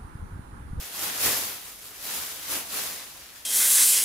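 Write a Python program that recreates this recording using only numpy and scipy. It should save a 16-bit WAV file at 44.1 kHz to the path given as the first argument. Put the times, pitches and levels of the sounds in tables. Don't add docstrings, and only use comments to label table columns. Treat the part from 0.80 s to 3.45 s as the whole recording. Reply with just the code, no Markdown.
import sys
import numpy as np
from scipy import signal
from scipy.fft import rfft, irfft, next_fast_len
from scipy.io import wavfile

SR = 44100
rng = np.random.default_rng(int(sys.argv[2]) if len(sys.argv) > 2 else 0)


def unload_wav(signal):
    wavfile.write(
        sys.argv[1],
        SR,
        np.round(np.clip(np.atleast_2d(signal).T, -1, 1) * 32767).astype(np.int16),
    )


def invert_db(level):
    return 10 ** (np.asarray(level, dtype=float) / 20)


N = 116865


# time in seconds [s], level in dB [dB], treble over that level [dB], lows over that level [dB].
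SHEET_MOTION = [(0.0, -43.5, 0, -1.5), (0.1, -44, -3.5, -3.5), (0.15, -40, -1, -5), (0.239, -34, .3, 1),
                (0.3, -36, -1.2, 2), (0.39, -35.5, -2.5, -4.5), (0.425, -29.5, 2.5, -5.5),
                (0.459, -26.5, 2, 3.5), (0.521, -31, -0.7, -1.5), (0.661, -37.5, 1.4, -1),
                (0.74, -42, -0.8, -2.5), (0.825, -47, -3, -3), (0.855, -45, -2, -3), (0.97, -51, -1.5, -2),
                (1.065, -47, -.4, -5), (1.11, -50.5, 0, 5), (1.19, -46.5, -3, -6), (1.24, -41, 1, -2.5),
                (1.35, -35, -0.5, -4), (1.42, -40, -0.5, -1.5), (1.5, -41, -.6, -3),
                (1.61, -45, -1.5, -2.5), (1.68, -40.5, -2.5, -5), (1.71, -36.5, 3.5, -2),
                (1.755, -32.5, -0.2, 4.3), (1.83, -45, -3, -1), (1.875, -43.5, -1.5, -3.5),
                (1.941, -36, -0.7, -4.5), (1.99, -34, -2.2, -5), (2.1, -40.5, -0.5, -1),
                (2.2, -43, -5, -8.5), (2.34, -49.5, -4, -1.5), (2.45, -49, -5, -2.5), (2.52, -52, -6.5, -4),
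                (2.565, -49.5, -2.5, -4), (2.65, -51.5, -5.5, -2.2)]
# frequency in hertz [Hz], gain per hertz in dB [dB].
COMMON_SPECTRUM = [(18, -42), (30, -39), (60, -7), (112, -5.5), (230, -2.5), (500, -2.5), (1240, -1.5),
                   (5300, -2.5), (7470, -2), (8530, -5.5), (10800, 1.44), (12500, -3.5), (12900, 6),
                   (13200, -21), (13650, -21), (13900, 3), (14600, 1), (15700, -11), (16500, -16)]
# frequency in hertz [Hz], gain per hertz in dB [dB].
DIFFERENCE_SPECTRUM = [(18, -50), (60, -33), (190, -32), (300, -15.5), (500, -7.5), (1150, -5), (1900, -3),
                       (2340, -6), (3570, -3.5), (6720, -4), (8500, 3), (9400, 0), (10200, -7.5),
                       (10800, -12), (11900, -6), (12600, -6), (13200, -9), (14000, -12), (15000, -7),
                       (16500, -11)]


def sheet():
    treble_hz, lows_hz = 8250, 424
    flicker_db, flicker_hz = 0.73, 11
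    room_db = -2.5
    seconds, *columns = np.transpose(SHEET_MOTION)
    level_db, treble_db, lows_db = [np.interp(np.arange(N) / SR, seconds, c) for c in columns]

    common, difference = snaps(level_db), snaps(level_db)
    wet = invert_db(room_db) * room(common)
    loudness = np.sqrt(1 + invert_db(2 * room_db))
    common = (common + wet[0]) / loudness
    difference = (difference + wet[1]) / loudness
    pair = np.array([colour(common, lambda hz: at_hz(COMMON_SPECTRUM, hz)),
                     colour(difference, lambda hz: at_hz(DIFFERENCE_SPECTRUM, hz))])

    size = next_fast_len(N)
    spectrum = rfft(pair, size)
    octave = np.log2(np.arange(size // 2 + 1) * SR / size + 1)
    rustle = 0
    for centre in np.arange(3, 15.1, .5):
        triangle = np.clip(1 - 2 * np.abs(octave - centre), 0, 1)
        band = irfft(spectrum * triangle, size)[:, :N]
        treble_share = 1 / (1 + (treble_hz / 2 ** centre) ** 4)
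        lows_share = 1 / (1 + (2 ** centre / lows_hz) ** 2)
        flicker = flicker_db * drift(flicker_hz)
        rustle = rustle + band * invert_db(treble_share * treble_db + lows_share * lows_db + flicker)
    return invert_db(7.5) * rustle


def snaps(level_db):
    snaps_per_s, rate_follows = 7000, .3
    size_spread_db = 3.
    clump_db, clump_hz = 1.5, 60.
    motion_db = rate_follows * (level_db - level_db.mean())
    rate_db = motion_db + clump_db * drift(clump_hz)
    born = rng.random(N) < snaps_per_s * invert_db(rate_db) / SR
    sizes = invert_db(size_spread_db * np.minimum(rng.exponential(1, N), 4)) * rng.choice([-1, 1], N)
    even = born * sizes / invert_db(motion_db / 2)
    return rms_one(even) * invert_db(level_db)


def room(x, count=5):
    t60_s, first_echo_s = 0.31, 0.0055
    t = np.arange(SR // 2) / SR
    part = rng.integers(0, count, N)
    lead = len(t) // 2
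    out = 0
    for k in range(count):
        onset = np.clip(t / first_echo_s - 1, 0, 1)
        tails = rng.standard_normal((2, len(t))) * invert_db(-60 * t / t60_s) * onset
        tails = tails / np.sqrt((tails ** 2).sum(axis=1, keepdims=True))
        mine = np.pad(x * (part == k), (lead, 0), "reflect")
        out = out + signal.fftconvolve(mine[None], tails, axes=1)[:, lead:lead + N]
    return out


# time of the peak in seconds [s], level at the peak in dB [dB], pitch region in hertz [Hz].
SHEET_FLAPS = [(.445, -46, 100)]


def flaps():
    rise_s, fall_s = 0.022, 0.056
    t, out = np.arange(N) / SR, 0
    for peak_s, db, hz in SHEET_FLAPS:
        band = signal.butter(2, [hz / 1.15, hz * 1.05], "band", fs=SR, output="sos")
        puff = signal.sosfilt(band, rng.standard_normal(N))
        shape = np.exp(np.minimum((t - peak_s) / rise_s, (peak_s - t) / fall_s))
        out = out + invert_db(db) * rms_one(puff) * shape
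    return out * np.array([[1], [.1]])


# frequency in hertz [Hz], relative gain per hertz in dB [dB].
TONE_COLOUR = [(25, -10), (55, 6), (120, -2), (300, -7), (2000, -25), (16000, -24)]


def room_tone():
    tone_db, difference_db = -61.5, -13
    mid, side = rng.standard_normal((2, N))
    mid = colour(mid, lambda hz: at_hz(TONE_COLOUR, hz))
    side = colour(side, lambda hz: at_hz(TONE_COLOUR, hz) + difference_db)
    return invert_db(tone_db) * np.array([mid, side]) / np.sqrt(np.mean(mid ** 2))


def rms_one(x):
    return x / np.sqrt(np.mean(x ** 2) + 1e-20)


def at_hz(points, hz):
    table_hz, values = np.transpose(points)
    return np.interp(np.log(hz + 1), np.log(table_hz), values)


def colour(x, gain_db):
    size = next_fast_len(N + 4096)
    hz = np.arange(size // 2 + 1) * SR / size
    return irfft(rfft(x, size) * invert_db(gain_db(hz)), size)[..., :N]


def drift(rate_hz):
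    r = np.exp(-80 * np.pi * rate_hz / SR)
    slow = signal.lfilter([1], [1, -2 * r, r * r], rng.standard_normal(N // 40 + 2002))[2000:]
    return np.interp(np.arange(N) / 40, np.arange(len(slow)), rms_one(slow))


# frequency in hertz [Hz], gain on the left in dB [dB].
LEFT_LEAN = [(200, -0.4), (500, 0.2), (1400, .6), (5000, 0.64), (9000, -0.45), (14000, 0.3)]


def scene():
    mid, side = sheet() + flaps() + room_tone()
    left = colour(mid + side, lambda hz: at_hz(LEFT_LEAN, hz))
    right = colour(mid - side, lambda hz: -at_hz(LEFT_LEAN, hz))
    return np.array([left, right])


def top_cut(x):
    return signal.sosfilt(signal.butter(12, 16900, fs=SR, output="sos"), x)


def record(dry):
    cutoff_hz = 15740
    low_pass = signal.ellip(14, .3, 80, cutoff_hz, fs=SR, output="sos")
    mix = signal.sosfilt(low_pass, dry)
    return top_cut(mix)


dry = scene()
out = record(dry)
unload_wav(out)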